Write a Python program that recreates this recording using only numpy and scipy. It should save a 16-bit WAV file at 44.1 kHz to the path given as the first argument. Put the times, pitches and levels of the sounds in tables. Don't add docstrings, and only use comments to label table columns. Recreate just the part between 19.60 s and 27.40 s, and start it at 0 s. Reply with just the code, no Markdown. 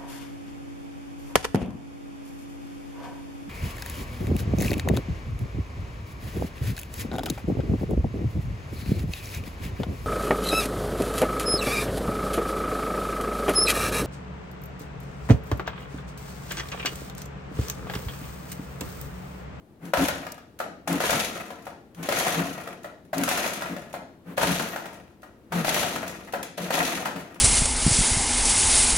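import sys
import numpy as np
from scipy import signal
from scipy.fft import rfft, irfft, next_fast_len
from scipy.io import wavfile
from scipy.ndimage import map_coordinates

SR = 44100
rng = np.random.default_rng(int(sys.argv[2]) if len(sys.argv) > 2 else 0)


def master(y):
    cut = np.clip(np.atleast_2d(y).T, -1, 1)
    pcm = np.round(cut * 32767)
    wavfile.write(sys.argv[1], SR, pcm.astype(np.int16))


N = 343980

# start of the cord's run, slack time before it, stroke length and rewind length
# in seconds, then cord rasp, fan whirr, and the low and high note of the first gulp in dB.
PULLS = [(.336, .002, 0.13, 0.3, -38, -35, -37.5, -44), (1.403, .118, .19, .51, -29.5, -31.5, -28, -25),
         (2.488, 0.06, .23, 0.56, -32, -31, -35, -45), (3.677, .138, .17, .52, -31.5, -31.5, -30.5, -25),
         (4.779, .008, .17, .53, -32, -32, -38, -46), (6.046, 0.12, 0.18, 0.59, -30, -30, -23.5, -45),
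         (7.105, 0.13, 0.2, .49, -32.5, -29.5, -32.5, -54)]
# start in seconds, level in dB, relative treble in dB,
# favoured ring in Hz.
PAWL_CATCHES = [(0.336, -11.5, -16, 584), (1.275, -17.5, -19, 536), (2.488, -22, -7, 666),
                (3.531, -17.5, -32, 684), (4.777, -13.5, -18, 672), (5.922, -18, -21, 692),
                (6.979, -24, -37, 602)]
# start in seconds, level in dB.
PISTON_KNOCKS = [(0.484, -14), (0.666, -27), (1.495, -14.5), (1.529, -15.5), (1.754, -30.5), (1.904, -30),
                 (2.609, -21), (2.667, -17), (3.074, -27.5), (3.862, -24), (4.021, -22), (4.164, -29),
                 (4.831, -13.5), (4.996, -19.5), (5.16, -23), (5.256, -29), (6.165, -17), (6.229, -18),
                 (6.36, -20.5), (7.456, -17.5), (7.561, -27.5)]
# start in seconds, level in dB, favoured ring in Hz.
HANDLE_BUMPS = [(1.001, -19, 830), (2.067, -28, 704), (3.244, -28.5, 578), (4.34, -23, 680),
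                (5.631, -35.5, 1173), (6.736, -17.5, 636)]
# start in seconds, level in dB.
SHARP_CLACKS = [(0.2527, -41.5), (0.4244, -30.5), (1.2764, -24.5), (1.506, -18.5), (2.3468, -45.5),
                (2.4295, -31), (2.5865, -19.5), (2.6804, -23), (3.6353, -19), (3.6887, -18.5),
                (3.7736, -22.5), (3.8761, -26), (3.935, -27), (6.1438, -19), (6.4788, -29), (6.829, -26.5)]
# crest in seconds, low note in dB, high note in dB.
LATE_GULPS = [(0.416, -36, -20), (1.547, -29.5, -30.5), (2.794, -24.5, -27.5), (2.88, -35, -33),
              (4.124, -35, -33.5), (4.901, -23.5, -28.5), (7.225, -32.5, -31.5), (7.578, -37, -38)]
# start in seconds, level in dB.
BRIGHT_CLICKS = [(0.4833, -19), (0.7196, -25.5), (1.328, -20), (3.5808, -18.5)]
FRAME_THUMPS = [(.375, -30), (1.49, -39), (4.825, -34)]
# crest and half length in seconds, pitch and width in Hz, level in dB.
CORD_SQUEAL = (5.13, .1, 13500, 350, -51)
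# frequency in Hz, width in Hz, level in dB.
HOUSING_MODES = [(585.5, 39, -2), (685.4, 78, 6), (772, 185, -5.5), (904, 55, -2), (1226, 89, -2.5),
                 (1322, 55, -0.5), (1416, 65, -0.5), (1690, 46, -3.5), (1890, 75, 0), (2525, 270, -6)]
CAVITY_MODES = [(64.6, 26, -30.5), (89, 6, -7.5), (171, 17.6, -5), (211.7, 21, -2), (273.6, 8.7, -2),
                (327.5, 15.6, -1.5), (479, 64, -8.5)]
# frequency in Hz, relative level in dB.
RASP_SPECTRUM = [(300, -2), (900, -12), (2000, 8.5), (4000, 6.5), (5200, -0.5), (6400, 5.5), (7800, -4),
                 (11500, 2), (13800, -8), (15800, -11)]
CLACK_SPECTRUM = [(300, -11.5), (900, 3), (2500, 4), (4800, -3.5), (6600, 2), (8000, -4.5), (11500, 1),
                  (13800, -8), (15800, -7.5)]
CRACK_SPECTRUM = [(400, -29), (1500, -24), (3000, 11), (5000, 8), (6800, 4.5), (15800, -6)]
PANEL_SPECTRUM = [(25, -42), (100, -10.5), (400, -7), (650, -0.5), (1050, -5), (1500, -4.5), (2500, -11.5),
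                  (5000, -25.5), (12000, -23.5)]
ROOM_TONE_SPECTRUM = [(25, -21.5), (70, -4), (170, -4), (330, -4.5), (700, -16.5), (2000, -28.5),
                      (6000, -40), (15000, -40)]
# frequency in Hz, left-right correlation.
STEREO_LIKENESS = [(100, 0.87), (300, 0.95), (650, 0.64), (1200, 0.14), (8000, 0.029)]
# frequency in Hz, seconds to fall 60 dB.
WALL_T60 = [(150, 0.71), (1000, 0.45), (5000, 0.56), (15000, 0.17)]

SPIN_UP_S = .037
TURNS_PER_S, TURN_KNOCK_DB = 19, -27.5
JERK_DB, REBOUND_S = -17, .035
CLACKS_PER_S, CLACK_DB = 36, -29.5
TICK_LEAD_S, TICK_DB = 0.0114, -16
AIR_BOX_NOTES_HZ = (172, 274)
GULP_LEAD_S, FIRST_GULP_HALF_S, LATE_GULP_HALF_S = 0.069, 0.047, 0.029
TOP_HZ = 16000


def knocks():
    pawls = blows(*np.transpose(PAWL_CATCHES),
                  focus_db=6.5, ring_db=4.5, thud_db=-5.5, t60=0.041, rise=0.00248)
    s, db, hz = np.transpose(HANDLE_BUMPS)
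    handle = blows(s, db, treble_db=-20.5, centre_hz=hz,
                   focus_db=6, ring_db=5, thud_db=-9.0, t60=0.092, rise=.0016)
    piston = blows(*piston_jolts(), treble_db=-14, centre_hz=660,
                   focus_db=2.0, ring_db=1.5, thud_db=-4.5, t60=0.05, rise=.0011)
    return pawls + piston + handle


def piston_jolts():
    s, db = crank_contacts(TURNS_PER_S, scatter=.2, fade_db=-16.5)
    jerks = [(run + delay, JERK_DB) for run, *_ in PULLS for delay in (0, REBOUND_S)]
    return np.transpose([*jerks, *PISTON_KNOCKS, *zip(s, db + TURN_KNOCK_DB)])


def blows(s, db, treble_db, centre_hz, focus_db, ring_db, thud_db, t60, rise):
    thud = filtered(decays(s, db + thud_db, t60, rise) * noise(), colour(PANEL_SPECTRUM))
    crack = filtered(decays(s, db + treble_db, t60=0.037, rise=rise) * noise(), colour(CRACK_SPECTRUM))
    ring = housing_ring(s, db + ring_db, rise, np.broadcast_to(centre_hz, s.shape), focus_db)
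    return ring + thud + crack


def housing_ring(times, levels_db, rise, centres_hz, focus_db):
    hz, width, db = np.transpose(HOUSING_MODES)[:, :, None]
    t = np.arange(SR // 8) / SR
    envelope = np.exp(-np.pi * width * t) * (1 - np.exp(-t / rise))
    pair = np.zeros((2, N + SR))
    for s, level, centre in zip(times, levels_db, centres_hz):
        size, detune = rng.standard_normal((2, len(hz), 1))
        strength = amp(db + 2 * size - focus_db * abs(np.log2(hz / centre)))
        cycles = hz * (1 + 0.017 * detune) * t + rng.random((len(hz), 1))
        skew = hz / 7000 * rng.standard_normal((2, len(hz), 1))
        modes = strength / np.linalg.norm(strength) * envelope * np.sin(2 * np.pi * (cycles + skew))
        start = round((s - rise / 2) * SR)
        pair[:, start:start + len(t)] += amp(level) * modes.sum(axis=1)
    return pair[:, :N]


def cord_and_fan():
    cord = sum(amp(db) * stroke(timing, slack_db=-9.5, wound_db=-44.5) for *timing, db, _, _, _ in PULLS)
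    fan = sum(amp(db) * stroke(timing, slack_db=-8.0, wound_db=-21.5) for *timing, _, db, _, _ in PULLS)
    rasp = cord * chatter(rate=260, scatter_db=4.5, t60=0.077) * noise()
    rattle = fan * chatter(rate=110, scatter_db=5, t60=0.077)
    stir = amp(-15) * fan ** 0.75 * noise()
    shell = amp(-4.5) * filtered(rattle * noise(), resonant(HOUSING_MODES))
    panels = amp(-6.5) * filtered(rattle * noise(), colour(PANEL_SPECTRUM))
    return filtered(rasp, colour(RASP_SPECTRUM)) + shell + panels + filtered(stir, resonant(CAVITY_MODES))


def stroke(pull, slack_db, wound_db):
    run, slack, length, rewind, *_ = pull
    wound = run + length + rewind
    knots = np.sort([run - slack - .01, run - slack, run, run + SPIN_UP_S,
                     run + length, wound, wound + .12])
    t = np.arange(N) / SR
    db = np.interp(t, knots, [-60, slack_db, slack_db, 0, 0, wound_db, -60])
    return amp(db) * (t > knots[0])


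def crank_contacts(rate, scatter, fade_db):
    speed = sum(stroke(pull, slack_db=-20, wound_db=-14) for pull in PULLS)
    count = np.cumsum(speed) * rate / SR
    late, size = rng.standard_normal((N // 1000, 2))[:int(count[-1])].T
    due = np.arange(len(late)) + 1 + scatter * late
    at = np.minimum(np.searchsorted(count, due), N - 1)
    return at / SR, fade_db * (1 - speed[at]) + 2.1 * size


def clacks():
    s, db = crank_contacts(CLACKS_PER_S, scatter=.4, fade_db=-26)
    ticks = [(home - TICK_LEAD_S, level + TICK_DB) for home, level, _ in HANDLE_BUMPS]
    s, db = np.transpose([*SHARP_CLACKS, *ticks, *zip(s, db + CLACK_DB)])
    snap = decays(s, db + 1.5, t60=0.022, rise=0.0016)
    buzz = decays(s, db - 6.5, t60=0.052, rise=0.0013)
    return filtered(np.hypot(snap, buzz) * noise(), colour(CLACK_SPECTRUM))


def air_gulps():
    t = np.arange(N) / SR
    drift = 0.49 * wobble(rate=55)
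    first = [(run - GULP_LEAD_S, FIRST_GULP_HALF_S, (low, high)) for run, *_, low, high in PULLS]
    later = [(s, LATE_GULP_HALF_S, levels) for s, *levels in LATE_GULPS]
    notes, flow = np.zeros(N), np.zeros(N)
    for s, half, levels in first + later:
        near = abs(t - s) < 4 * half
        swell = np.exp(-abs((t[near] - s) / half) ** 3)
        for hz, db in zip(AIR_BOX_NOTES_HZ, levels):
            phase = 2 * np.pi * (hz * t[near] + rng.random()) + drift[near]
            notes[near] += amp(db) * swell * np.sin(phase)
        flow[near] += np.linalg.norm(amp(levels)) * swell
    hollow = amp(-8.0) * filtered(flow * noise(), resonant(CAVITY_MODES))
    puff = amp(-10.0) * filtered(flow * noise(), colour(PANEL_SPECTRUM))
    flutter = amp(1.4 * wobble(rate=76))
    return amp(-0.5) * notes * flutter + hollow + puff


def bright_clicks():
    s, db = np.transpose(BRIGHT_CLICKS)
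    clicks = decays(s, db - 3.5, t60=0.026, rise=0.00066)
    return filtered(clicks * noise(), colour([(1200, -28), (5000, 3)]))


def frame_thumps():
    s, db = np.transpose(FRAME_THUMPS)
    return filtered(decays(s, db, t60=0.25, rise=0.0082) * noise(), resonant([(83.0, 57, 0)]))


def cavity_hum():
    s, db, _ = np.transpose(HANDLE_BUMPS)
    return filtered(decays(s + 0.015, db - 21, t60=0.65, rise=0.029) * noise(), resonant(CAVITY_MODES))


def cord_squeal():
    s, half, hz, width, db = CORD_SQUEAL
    whistle = unit(filtered(noise(), lambda f: np.exp(-((f - hz) / width * 2) ** 2)))
    swell = np.exp(-((np.arange(N) / SR - s) / half) ** 2)
    return amp(db) * swell * whistle


def workshop(x, tails=3):
    turn = np.arange(N) / SR / .014
    answer = np.zeros((2, N))
    for k in range(tails):
        hz, t, spectrum = signal.stft(rng.standard_normal((2, SR * 3 // 4)), SR, nperseg=256)
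        fall = amp(-60 * t / along(WALL_T60, hz)[:, None])
        tail = signal.istft(spectrum * fall, SR, nperseg=256)[1]
        tail *= 1 - np.exp(-np.arange(tail.shape[1]) / SR / 0.0012)
        share = np.sin(np.pi / 2 * np.minimum((turn - k) % tails, 2))
        answer += signal.oaconvolve(x * share, tail / np.linalg.norm(tail[0]), axes=1)[:, :N]
    return spread(answer)


def room_tone():
    return amp(-53.5) * filtered(noise(), colour(ROOM_TONE_SPECTRUM))


def chatter(rate, scatter_db, t60):
    gap, size = rng.standard_normal((6000, 2)).T
    times = np.cumsum(np.exp(.5 * gap)) / rate
    heard = times < N / SR
    return unit(decays(times[heard], scatter_db * size[heard], t60))


def decays(times, levels_db, t60, rise=0.00041):
    starts = np.clip((np.asarray(times) - rise / 2) * SR, 0, N - 1).astype(int)
    power = np.bincount(starts, amp(levels_db) ** 2, N)
    retained = np.exp(-2 * np.log(1000) / (t60 * SR))
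    fall = np.sqrt(signal.lfilter([1], [1, -retained], power))
    lag = np.exp(-1 / (rise * SR))
    return signal.lfilter([1 - lag], [1, -lag], fall)


def resonant(modes):
    def response(hz):
        h = sum((-1) ** k * amp(db) * 1j * hz * width / (centre ** 2 - hz ** 2 + 1j * hz * width)
                for k, (centre, width, db) in enumerate(modes))
        return unit(h)
    return response


def colour(points):
    def response(hz):
        cepstrum = irfft(np.log(amp(along(points, hz))))
        cepstrum[1:len(hz) - 1] *= 2
        cepstrum[len(hz):] = 0
        return unit(np.exp(rfft(cepstrum)))
    return response


def filtered(x, response):
    size = 2 * next_fast_len(N // 2 + SR // 4)
    return irfft(rfft(x, size) * response(np.fft.rfftfreq(size, 1 / SR)), size)[..., :N]


def spread(pair):
    def weights(hz):
        angle = np.arccos(np.clip(along(STEREO_LIKENESS, hz), -1, 1)) / 2
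        return np.array([np.cos(angle), np.sin(angle)])
    mid, side = filtered(pair, weights)
    return np.array([mid + side, mid - side])


def noise():
    return spread(rng.standard_normal((2, N)))


def wobble(rate):
    return map_coordinates(rng.standard_normal(N // 20), [np.arange(N) * rate / SR], mode="wrap")


def along(points, hz):
    knots_hz, values = np.transpose(points)
    return np.interp(np.log(hz + 1), np.log(knots_hz + 1), values)


def amp(db):
    return 10 ** (np.asarray(db) / 20)


def unit(x):
    return x / np.sqrt(np.mean(abs(x) ** 2) + 1e-20)


def scene():
    spin = cord_and_fan() + cord_squeal()
    hits = knocks() + clacks()
    lows = air_gulps() + frame_thumps() + cavity_hum()
    walls = workshop(amp(-9.5) * spin + amp(-1.5) * hits + amp(-10.5) * lows)
    hush = room_tone()
    lean_left = amp([[1.4], [-1.4]])
    return (spin + hits + bright_clicks() + lows + walls + hush) * lean_left


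def record(dry):
    return filtered(dry, lambda hz: hz < TOP_HZ)


dry = scene()
out = record(dry)
master(out)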